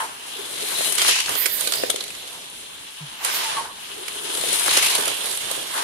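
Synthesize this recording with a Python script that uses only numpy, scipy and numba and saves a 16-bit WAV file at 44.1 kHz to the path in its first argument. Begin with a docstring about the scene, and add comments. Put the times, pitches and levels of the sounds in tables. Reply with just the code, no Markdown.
"""Toy cars on a plastic track

Small cars roll round a track on a laminate floor, past a microphone with two openings (ports)
lying between the lanes. Hard wheels chatter and set the car bodies, axles, track and floorboards
ringing. Cars knock at joints and into each other, rub the rail and sing briefly in the loop.
Something heavy thuds once far off, and a small furnished room echoes the knocks and bumps."""
import sys
import numpy as np
from scipy import signal
from scipy.fft import rfft, irfft
from scipy.io import wavfile
from scipy.ndimage import uniform_filter1d
from numba import njit

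SR = 44100
rng = np.random.default_rng(int(sys.argv[2]) if len(sys.argv) > 2 else 0)


def inscribe(sig):
    """Save sig as 16-bit PCM at rate SR to the path in sys.argv[1].

    A 1-D sig is mono; a 2-D sig holds one channel per row.
    Samples are clipped to [-1, 1] before scaling.
    """
    pcm = np.round(np.clip(np.atleast_2d(sig).T, -1, 1) * 32767)
    wavfile.write(sys.argv[1], SR, pcm.astype(np.int16))


N = 257103
T = np.arange(N) / SR
PORT_LAG_S = 0.000582  # longest delay between the two ports


# How a car sounds on each stretch. "Pan" is left minus right; drifts are against the body.
# name: swell/(dB/s), fade/(dB/s), pan/dB, axle pan/dB, shell whirr over body/dB,
# then drift/(dB/s) of boards, track and axles
STRETCHES = { "left straight": (42.5, 64, 1.5, 5.5, -2, -7, 2, 10),
             "near bend": (900, 79, 1.2, -1, -9, -89, -46, -28),
             "right straight": (115, 32, -4, -5.5, -1, -14, -50, -5.5),
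             "bend exit": (400, 35, -4.5, -6, 0.5, -9, -46, 0),
             "off the track": (71, 28.5, -2.5, 7, -1.5, -30, -13, -1),
             "loop": (520, 99, -1, -0.5, -6.5, 3, 3, -21), "loop foot": (174, 107, 0, 1, -4, 14, -7, -5),
             "far end": (32.5, 13.5, 1, -1, 1.65, -11, -0.3, 2.2), }
# Cars going by: stretch, swell end t/s, fade start t/s, body level/dB, whirr f/Hz,
# then level/dB over the body of boards, track and axles
PASSES = [("loop foot", -0.025, 0.0079, -33.5, 3100, -10, 6.9, 0.44),
          ("far end", 0.32, 1, -39, 3260, -14, -3, -0.52),
          ("left straight", 0.71, 0.74, -35.5, 4300, -4, -2.7, 0.45),
          ("left straight", 0.85, 0.88, -27, 3800, -9.5, -10, 2.4),
          ("near bend", 0.983, 1.118, -23, 3530, -10.5, -7.5, 0.29),
          ("near bend", 1.06, 1.181, -23, 2700, -16, -7.5, -5),
          ("bend exit", 1.295, 1.36, -32.5, 3500, -5.5, 0.47, -0.5),
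          ("right straight", 1.597, 1.63, -33.5, 3760, -9, -10, 3.4),
          ("off the track", 1.75, 1.69, -32.5, 3600, -5.5, -9, -5),
          ("off the track", 1.87, 1.9, -37.5, 4300, 1.3, -11, -6.5),
          ("far end", 2.24, 2.31, -41.5, 3260, -7, -4.5, -2.3),
          ("far end", 2.65, 2.58, -43.5, 3560, -9.5, -12, -1.1),
          ("far end", 3.09, 3.12, -42, 3160, -30, -0.89, -2.5),
          ("loop", 3.21, 3.23, -36.5, 1700, -26, 1, -19), ("loop", 3.25, 3.3, -27, 3400, -13, -4, -2.5),
          ("loop", 3.35, 3.506, -27, 3100, -18.5, -4.5, -3),
          ("loop foot", 3.58, 3.57, -34, 3300, -4, 6.2, -0.94),
          ("far end", 3.91, 3.86, -40.5, 3200, -28, -4.5, -0.51),
          ("far end", 4.173, 5.34, -39.5, 3340, -5, -1.1, 1),
          ("left straight", 4.475, 4.53, -30, 3500, -6.5, -6.5, 1.8),
          ("left straight", 4.597, 4.66, -28, 3600, -13, -12, 1.7),
          ("near bend", 4.662, 4.71, -25, 3800, -8, -3, -2),
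          ("near bend", 4.735, 4.77, -20.5, 3000, -9.5, -5, -1.5),
          ("near bend", 4.822, 4.89, -22.5, 3300, -14, -8, -1.2),
          ("right straight", 4.99, 5.04, -29.5, 3280, -3.5, -0.81, 0.7),
          ("right straight", 5.26, 5.33, -33.5, 3740, -4.5, -4.5, 1.3),
          ("right straight", 5.5, 5.64, -35, 3360, -5.5, -1.5, 0.44),
          ("loop foot", 5.765, 5.86, -30, 3500, -9, 1.7, -2)]

def traffic():
    """The power of all cars adds up in each part; the loudest cars set the side and the whirr."""
    power = np.full((4, N), 1e-12)  # body, boards, track, axles
    weighted, axle_side = 0, 0
    for stretch, start, end, db, hz, *parts_db in PASSES:
        rise, fall, pan_db, axle_pan_db, whirr_db, *drifts = STRETCHES[stretch]
        body = swell(start, end, db, rise, fall) ** 2
        age = np.maximum(T - start, 0)
        parts = [body * undb(over_db + drift * age) ** 2 for over_db, drift in zip(parts_db, drifts)]
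        power += np.array([body, *parts])
        weighted += body * np.array([[pan_db], [hz], [whirr_db]])
        axle_side += parts[-1] * axle_pan_db
    return np.sqrt(power), weighted / power[0], axle_side / power[-1]


# The pitches at which each part likes to ring (its modes): f/Hz, width/Hz, level/dB
BODY_MODES = [(2140, 600, -0.5), (3010, 540, -1.5), (3916, 890, 3), (4750, 2800, -5), (6970, 1750, -2.5)]
SHELL_MODES = [(2680, 305, 1), (3130, 280, -0.9), (3500, 270, -2), (4170, 390, -0.5)]
BOARD_MODES = [(147.3, 46, -11.5), (274, 87, -11), (399.6, 74, 1), (470, 96, -1.5), (667, 159, -0.5)]
TRACK_MODES = [(930, 284, 0.1), (1212, 340, -5), (1615, 320, -3)]
AXLE_MODES = [(7380, 2100, -8.5), (9020, 1270, 1), (10380, 1380, 1), (11076, 1410, -1), (13130, 2100, -13)]

def rolling():
    """The same wheel hops shake cars, track and floorboards; each part also wavers on its own."""
    (body_gain, board_gain, track_gain, axle_gain), (pan_db, hz, whirr_db), axle_pan_db = traffic()
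    # hops stand out only from a near car; far ones blend together
    near = np.clip((20 * np.log10(body_gain) + 43) / 20, .15, 1)
    free = (T < 3.2) | (T > 3.7)  # in the loop the wheels are pressed down and cannot hop
    shake = 1 + .65 * near * free * hops(per_s=70, scatter_db=2, fade_s=.004)
    body = rattle(lambda x: flicker(x, BODY_MODES, depth_db=1.2),
                  shake * waver(1.3, 30), pan_db, shared=.17)
    hz = hz * (1 + .04 * wander(9))  # the whirr wanders as cars speed up and slow down
    whirr = rattle(lambda x: sweep(ring(x, SHELL_MODES), hz, 850.),
                   shake * waver(2, 30), pan_db, shared=.3)
    boards = rattle(lambda x: ring(x, BOARD_MODES),
                    shake * waver(2.2, 35), pan_db, shared=.73, grain_db=1.8)
    track = rattle(lambda x: ring(x, TRACK_MODES), shake * waver(1.5, 40), pan_db, shared=.4)
    axles = rattle(lambda x: flicker(x, AXLE_MODES, depth_db=1.1),
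                   shake * waver(1.6, 30), axle_pan_db, shared=.05, grain_db=2.4)
    car = body_gain * (body + undb(whirr_db) * whirr)
    return car + board_gain * boards + track_gain * track + axle_gain * axles


def hops(per_s, scatter_db, fade_s):
    """Wheels hop at random moments; each jolt swells briefly and dies away."""
    kicks = (rng.random(N) < per_s / SR) * undb(scatter_db * rng.standard_normal(N))
    fading = signal.lfilter([1], [1, -np.exp(-1 / (fade_s * SR))], kicks)
    return uniform_filter1d(fading, SR // 250)


def chatter(grain_db, n=N):
    """Countless tiny contacts; more grain makes their sizes more uneven."""
    return rng.standard_normal(n) * undb(grain_db * rng.exponential(size=n))


def rattle(part, shake, pan_db, shared, grain_db=2.2):
    """Wheels rattle a part. One car's shared sound reaches the nearer port first; the rest differs."""
    common, left, right = (unit(part(chatter(grain_db) * shake)) for _ in range(3))
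    lag = PORT_LAG_S * np.tanh(uniform_filter1d(pan_db, SR // 4) / 0.5) / 2
    one_car = np.array([np.interp(T + lag, T, common), np.interp(T - lag, T, common)])
    return (np.sqrt(shared) * one_car + np.sqrt(1 - shared) * np.array([left, right])) * pan(pan_db)


# Cars hitting joints and each other: t/s, level/dB, ring f/Hz, axles over body/dB, pan/dB
KNOCKS = [(0.925, -18.5, 3070, 8.5, 7), (0.984, -9.5, 3080, -4, -8), (1.019, -7, 3060, -2, -8),
          (1.085, -15, 3400, 0, 0), (1.111, -11.5, 3000, 0, 1), (1.1871, -13.5, 2700, -19, -2),
          (1.261, -16.5, 4360, -4, 1), (1.2929, -20, 2780, 7.5, -4), (1.3538, -13.5, 3120, -3, -3),
          (1.459, -18, 2230, 5, -19), (1.4636, -16, 3180, 2, -17), (1.609, -24.5, 3800, 14, -16),
          (1.6746, -15, 3900, 3.5, -9), (1.7235, -12, 3050, -4, -11), (1.7374, -13, 4400, -2, -4),
          (1.756, -18, 4900, 4, 7), (1.8368, -20, 1900, -14, 7), (1.9019, -10, 3550, 3.5, 1.5),
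          (1.913, -32, 3760, 16, 10), (1.961, -18, 3460, 1, 6), (2.0084, -17, 3980, -7, -1),
          (2.0407, -23, 3500, 1, -3), (2.081, -24, 3300, -8, 1), (2.105, -26.5, 2500, 0, 5),
          (2.152, -26, 2810, -4, 3), (2.277, -30.5, 3500, 4, -1), (2.33, -38, 4300, 7, -6),
          (3.249, -19, 2590, 9, -10), (4.083, -21, 2580, -2, -10), (4.352, -18, 3140, 1, 1),
          (4.4134, -22, 4050, 7, 6), (4.53, -20.5, 2800, 8.5, 15), (4.589, -24, 3700, 2, 4),
          (4.694, -16, 3930, -7, -10), (4.7293, -19, 3810, 4, -9), (4.7741, -7, 2900, -2, -4),
          (4.827, -13.5, 2260, 4, 2), (4.8639, -18, 2660, -8, 7), (4.8848, -15, 3700, -1, -5),
          (4.953, -18, 3700, 10.5, -3), (4.9694, -30, 2620, 2, -5), (5.009, -18, 3360, 2, 0),
          (5.08, -16, 3170, 2.5, -10), (5.26, -24, 3470, 6, -5), (5.315, -28, 3500, 9, -6),
          (5.328, -28, 3500, 7, -5), (5.354, -29, 4000, 9, -3), (5.374, -25, 4000, 10, 0),
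          (5.5142, -21, 3780, 10, 0), (5.565, -28.5, 3460, 12, -4)]

def knocks():
    """A sharp contact and a moment of clatter ring the shell, body, track, boards and axles."""
    out, n = np.zeros((2, N + SR)), SR // 16
    rise_s, shell_width_hz, contact = .003, 520, SR // 300
    age = np.arange(n) / SR / rise_s
    envelope = (age * np.exp(1 - age)) ** 2
    for s, db, hz, axles_db, pan_db in KNOCKS:
        blow = rng.standard_normal((2, n)) * undb(3 * rng.exponential(size=n)) * envelope
        blow[:, contact] += 6
        parts = [([(hz, shell_width_hz, 0)], -1.5), (BODY_MODES + TRACK_MODES[1:], 0),
                 (BOARD_MODES[2:], -18.5), (AXLE_MODES, axles_db)]
        i = int(s * SR) - contact
        out[:, i:i + n] += undb(db) * strike(blow, parts) * pan(pan_db)
    return out[:, :N]


# Wheels dropping over track joints: t/s, level/dB, ring f/Hz
BUMPS = [(0.808, -12.5, 650), (1.049, -8.5, 1000), (1.087, -20.5, 443), (1.283, -15.5, 1400),
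         (1.294, -13, 750), (1.356, -11, 780), (1.456, -25.5, 447), (1.673, -20.5, 515), (1.836, -8, 524),
         (1.897, -16, 595), (1.943, -19.5, 471), (4.381, -25, 456), (4.438, -13, 645), (4.528, -21, 600),
         (4.619, -19, 1330), (4.681, -9, 1260), (4.685, -17.5, 466), (4.725, -23, 990), (4.744, -23, 1020),
         (4.774, -12.5, 520), (4.817, -19, 1020), (4.953, -14.5, 640), (5.006, -25, 1000),
         (5.041, -31, 1230), (5.074, -14, 650), (5.082, -17, 950), (5.512, -18, 600), (5.577, -24.5, 500)]
# How a joint rings: f/Hz, width/Hz, level/dB
JOINT_MODES = [(465, 160, -14), (820, 300, 11)]

def bumps():
    """A wheel drops with a dull tap that has its own pitch, over the softer ring of the joint."""
    out, n = np.zeros(N + SR), SR // 10
    tap, sharpness = signal.unit_impulse(n), 2.6
    for s, db, hz in BUMPS:
        i = int(s * SR)
        out[i:i + n] += undb(db) * strike(tap, [([(hz, hz / sharpness, 0)], 0), (JOINT_MODES, -14)])
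    return from_right(out[:N])


# Cars passing close by: t/s, level/dB before each port's gain, fade/(dB/s), scrape over hiss/dB
CLOSE_PASSES = [(1.41, -20, 242, -1), (1.53, -26, 72, -2), (1.76, -41, 120, 18), (1.81, -45, 300, 18),
                (3.25, -38, 600, 1), (3.348, -29, 191, 4.5)]
# How the right port rings: f/Hz, width/Hz, level/dB
RIGHT_PORT_HISS_MODES = [(13200, 1650, -11), (13500, 430, -2.5), (14800, 680, -20)]
# The scrape's two moving bands: t/s, low f/Hz, high f/Hz, low over high/dB
SCRAPE_BANDS = [(1.3, 2090, 4200, 2), (1.38, 2050, 4500, 1.5), (1.46, 2100, 5150, 3),
                (1.51, 1830, 4670, 2.5), (1.6, 1760, 4840, 2), (1.68, 1900, 4360, -18),
                (1.83, 1970, 5000, -14), (3.3, 2000, 5340, 2)]

def close_passes():
    """A car passing close by sets the right port ringing with a thin, high hiss, over a rail scrape."""
    rise_db_s = 289
    hiss_ports, scrape_ports = undb([[-15], [5]]), undb([[-13], [-5.5]])  # left, right
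    hiss_gain = sum(swell(s, s, db, rise_db_s, fade) for s, db, fade, _ in CLOSE_PASSES)
    scrape_gain = sum(swell(s, s, db + over, rise_db_s, fade) for s, db, fade, over in CLOSE_PASSES)
    scrape_gain = uniform_filter1d(scrape_gain, SR // 10)
    hiss = np.array([unit(ring(chatter(2.5) * waver(2.5, 40), RIGHT_PORT_HISS_MODES)) for _ in range(2)])
    times, *columns = np.transpose(SCRAPE_BANDS)
    low_hz, high_hz, low_db = (np.interp(T, times, column) for column in columns)
    scrape = np.zeros((2, N))
    for port in range(2):
        rub = chatter(3.2) * waver(3, 40)
        low = unit(sweep(sweep(rub, low_hz, 560.), low_hz, 560.))
        high = unit(sweep(sweep(rub, high_hz, 750.), high_hz, 750.))
        scrape[port] = undb(low_db) * low + high
    return hiss_gain * hiss * hiss_ports + scrape_gain * scrape * scrape_ports


# Brief tones: start t/s, end t/s, level/dB, start f/Hz, end f/Hz, pan/dB
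LOOP_TONES = [(0.01, 0.03, -37, 892, 903, -3), (3.29, 3.3, -37, 1540, 1520, -1),
              (3.455, 3.475, -34, 920, 886, -3), (3.575, 3.61, -34, 905, 920, -8),
              (3.572, 3.6, -34, 1116, 1078, -3), (3.67, 3.7, -44.5, 950, 1100, -6)]  # the hollow of the loop sings under a car
SHELL_WHINES = [(0.75, 0.82, -37, 3990, 4030, 5), (0.86, 0.92, -36.5, 2900, 3210, 14),
                (0.985, 1.025, -31, 3126, 3170, -6), (1.13, 1.19, -34, 2345, 2640, -1),
                (1.205, 1.25, -35, 2850, 2760, -3), (4.76, 4.79, -33, 2930, 2810, -1),
                (4.84, 4.89, -31, 2695, 2860, -1)]  # the shell of a fast car sings
HIGH_TONES = [(1.39, 1.44, -34, 13300, 13300, -16), (1.5, 1.58, -39, 13550, 13500, -16),
              (3.32, 3.37, -41, 13400, 13450, -14)]  # brief, thin, very high tones on the right

def singing(tones, wobble):
    """Short unsteady tones glide from one pitch to another; wobble is a share of the pitch."""
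    out = 0
    for start, end, db, hz, end_hz, pan_db in tones:
        pitch = np.interp(T, [start, end], [hz, end_hz]) * (1 + wobble * wander(150))
        tone = np.sqrt(2) * np.sin(2 * np.pi * np.cumsum(pitch) / SR) * waver(2.6, 64)
        out += tone * swell(start, end, db, rise_db_s=700, fall_db_s=350) * pan(pan_db)
    return out


# Wheels coming up the long straight: start t/s, end t/s, level/dB
DRUM_SPELLS = [(0.394, 0.414, -41.5), (0.643, 0.65, -41.5), (3.97, 3.983, -42), (4.264, 4.407, -40.5)]

def drumming():
    """The long straight hums at one hollow pitch, throbbing with the wheels."""
    hz, width_hz = 400, 90
    gain = sum(swell(*spell, rise_db_s=158, fall_db_s=101) for spell in DRUM_SPELLS)
    hum = unit(ring(chatter(2.2) * waver(2.5, 45), [(hz, width_hz, 0)]))
    return from_right(gain * hum)


def thud():
    """A soft, heavy blow on the boards: one low note that sags in pitch, holds a moment and dies."""
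    start_s, db, hz, rise_s, hold_s, fade_s = 3.007, -33, 162, .006, .035, .12
    t = np.maximum(T - start_s, 0)
    gain = undb(db - 60 * np.maximum(t - hold_s, 0) / fade_s) * (1 - np.exp(-t / rise_s))
    return gain * np.sin(2 * np.pi * (hz - 210 * t) * t)


def room_echo(sound, fade_s=.12, db=-8.5):
    """The room sends back a quickly fading cloud of dulled echoes, different at each port."""
    t = np.arange(SR // 3) / SR
    tail = rng.standard_normal((2, len(t))) * undb(-60 * t / fade_s) * (t > .003)
    tail = signal.lfilter([.6], [1, -.4], tail)  # soften the treble
    tail /= np.sqrt(np.sum(tail ** 2, axis=1, keepdims=True))
    return undb(db) * signal.fftconvolve(sound.mean(axis=0)[None], tail, axes=1)[:, :N]


# The tone of the room's hush: f/Hz, relative level/dB
HUSH_SHAPE = [(25, -7), (70, 0.5), (150, 1), (300, 2.5), (1000, -8.5), (4000, -5.5), (15500, -48)]

def room_hush(db=-50.5):
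    """Quiet, wavering background noise; its bass is nearly the same at both ports."""
    hz = np.maximum(np.arange(N // 2 + 1) * SR / N, 1)
    shape_hz, shape_db = np.transpose(HUSH_SHAPE)
    colour = undb(np.interp(np.log(hz), np.log(shape_hz), shape_db))
    mid, side = rfft(rng.standard_normal((2, N))) * colour
    side *= np.clip(hz / 530, .4, 1)
    return undb(db) * waver(3, 12) * unit(irfft(np.array([mid + side, mid - side]), N))


def ring(x, modes):
    """Let a sound ring a part; each mode filters it twice to keep stray pitches out."""
    out = 0
    for k, (hz, width_hz, db) in enumerate(modes):
        b, a = signal.iirpeak(hz, hz / (1.79 * width_hz), SR)
        out += (-1) ** k * undb(db) * signal.lfilter(b, a, signal.lfilter(b, a, x))
    return out


def flicker(x, modes, depth_db):
    """Ring a part while each of its modes swells and sinks on its own."""
    return sum((-1) ** k * ring(x, [mode]) * waver(depth_db, 9) for k, mode in enumerate(modes))


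def strike(blow, parts):
    """One blow rings several parts, each given as (modes, peak level/dB)."""
    rings = [(ring(blow, modes), db) for modes, db in parts]
    return sum(undb(db) * x / np.abs(x).max() for x, db in rings)


@njit
def sweep(x, hz, width_hz):
    """Let through one band of pitches whose centre moves."""
    out, band_state, low_state = np.empty(len(x)), 0., 0.
    for i in range(len(x)):
        step, damping = np.tan(np.pi * hz[i] / SR), width_hz / hz[i]
        band = (band_state + step * (x[i] - low_state)) / (1 + step * (step + damping))
        band_state = 2 * band - band_state
        low_state += 2 * step * band
        out[i] = damping * band
    return out


def swell(start, end, db, rise_db_s, fall_db_s):
    """A gain that rises until start and fades after end."""
    return undb(db - rise_db_s * np.maximum(start - T, 0) - fall_db_s * np.maximum(T - end, 0))


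def wander(per_s):
    """A line that slides between random values, mostly within -1 to 1."""
    hold = int(SR / per_s)
    return uniform_filter1d(np.repeat(rng.standard_normal(N // hold + 1), hold), hold)[:N]


def waver(depth_db, per_s):
    """A gain that drifts up and down at random."""
    return undb(depth_db * wander(per_s))


def pan(db):
    """Left and right gains, with the left louder by db."""
    return undb(np.vstack([db, -db]) / 2)


def from_right(x):
    """A sound from the right reaches the left port a little late."""
    return np.array([np.interp(T - PORT_LAG_S, T, x), x])


def undb(db):
    """Turn decibels into a gain."""
    return 10 ** (np.asarray(db) / 20)


def unit(x):
    """Scale a sound to an average power of 1."""
    return x / np.sqrt(np.mean(x ** 2))


def scene():
    """All sources at the two ports; only knocks and bumps get an echo."""
    hits = knocks() + bumps()
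    mix = rolling() + close_passes()
    mix += singing(LOOP_TONES, wobble=.03)
    mix += singing(SHELL_WHINES, wobble=.045)
    mix += singing(HIGH_TONES, wobble=.008)
    return mix + drumming() + hits + room_echo(hits) + thud() + room_hush()


# The treble ring each port adds, left then right: f/Hz, width/Hz, level/dB
PORT_MODES = [(10100, 1130, -2.5), (11360, 1000, -2)]

def record(dry):
    """Each port lifts its own treble band; loud peaks are rounded and the highest treble is cut."""
    heard = np.array([x + ring(x, [mode]) for x, mode in zip(dry, PORT_MODES)])
    rounded = np.tanh(0.8 * heard) / 0.79
    treble_cut = signal.ellip(10, .2, 70, 15600, fs=SR, output="sos")
    return signal.sosfilt(treble_cut, rounded)


dry = scene()
out = record(dry)
inscribe(out)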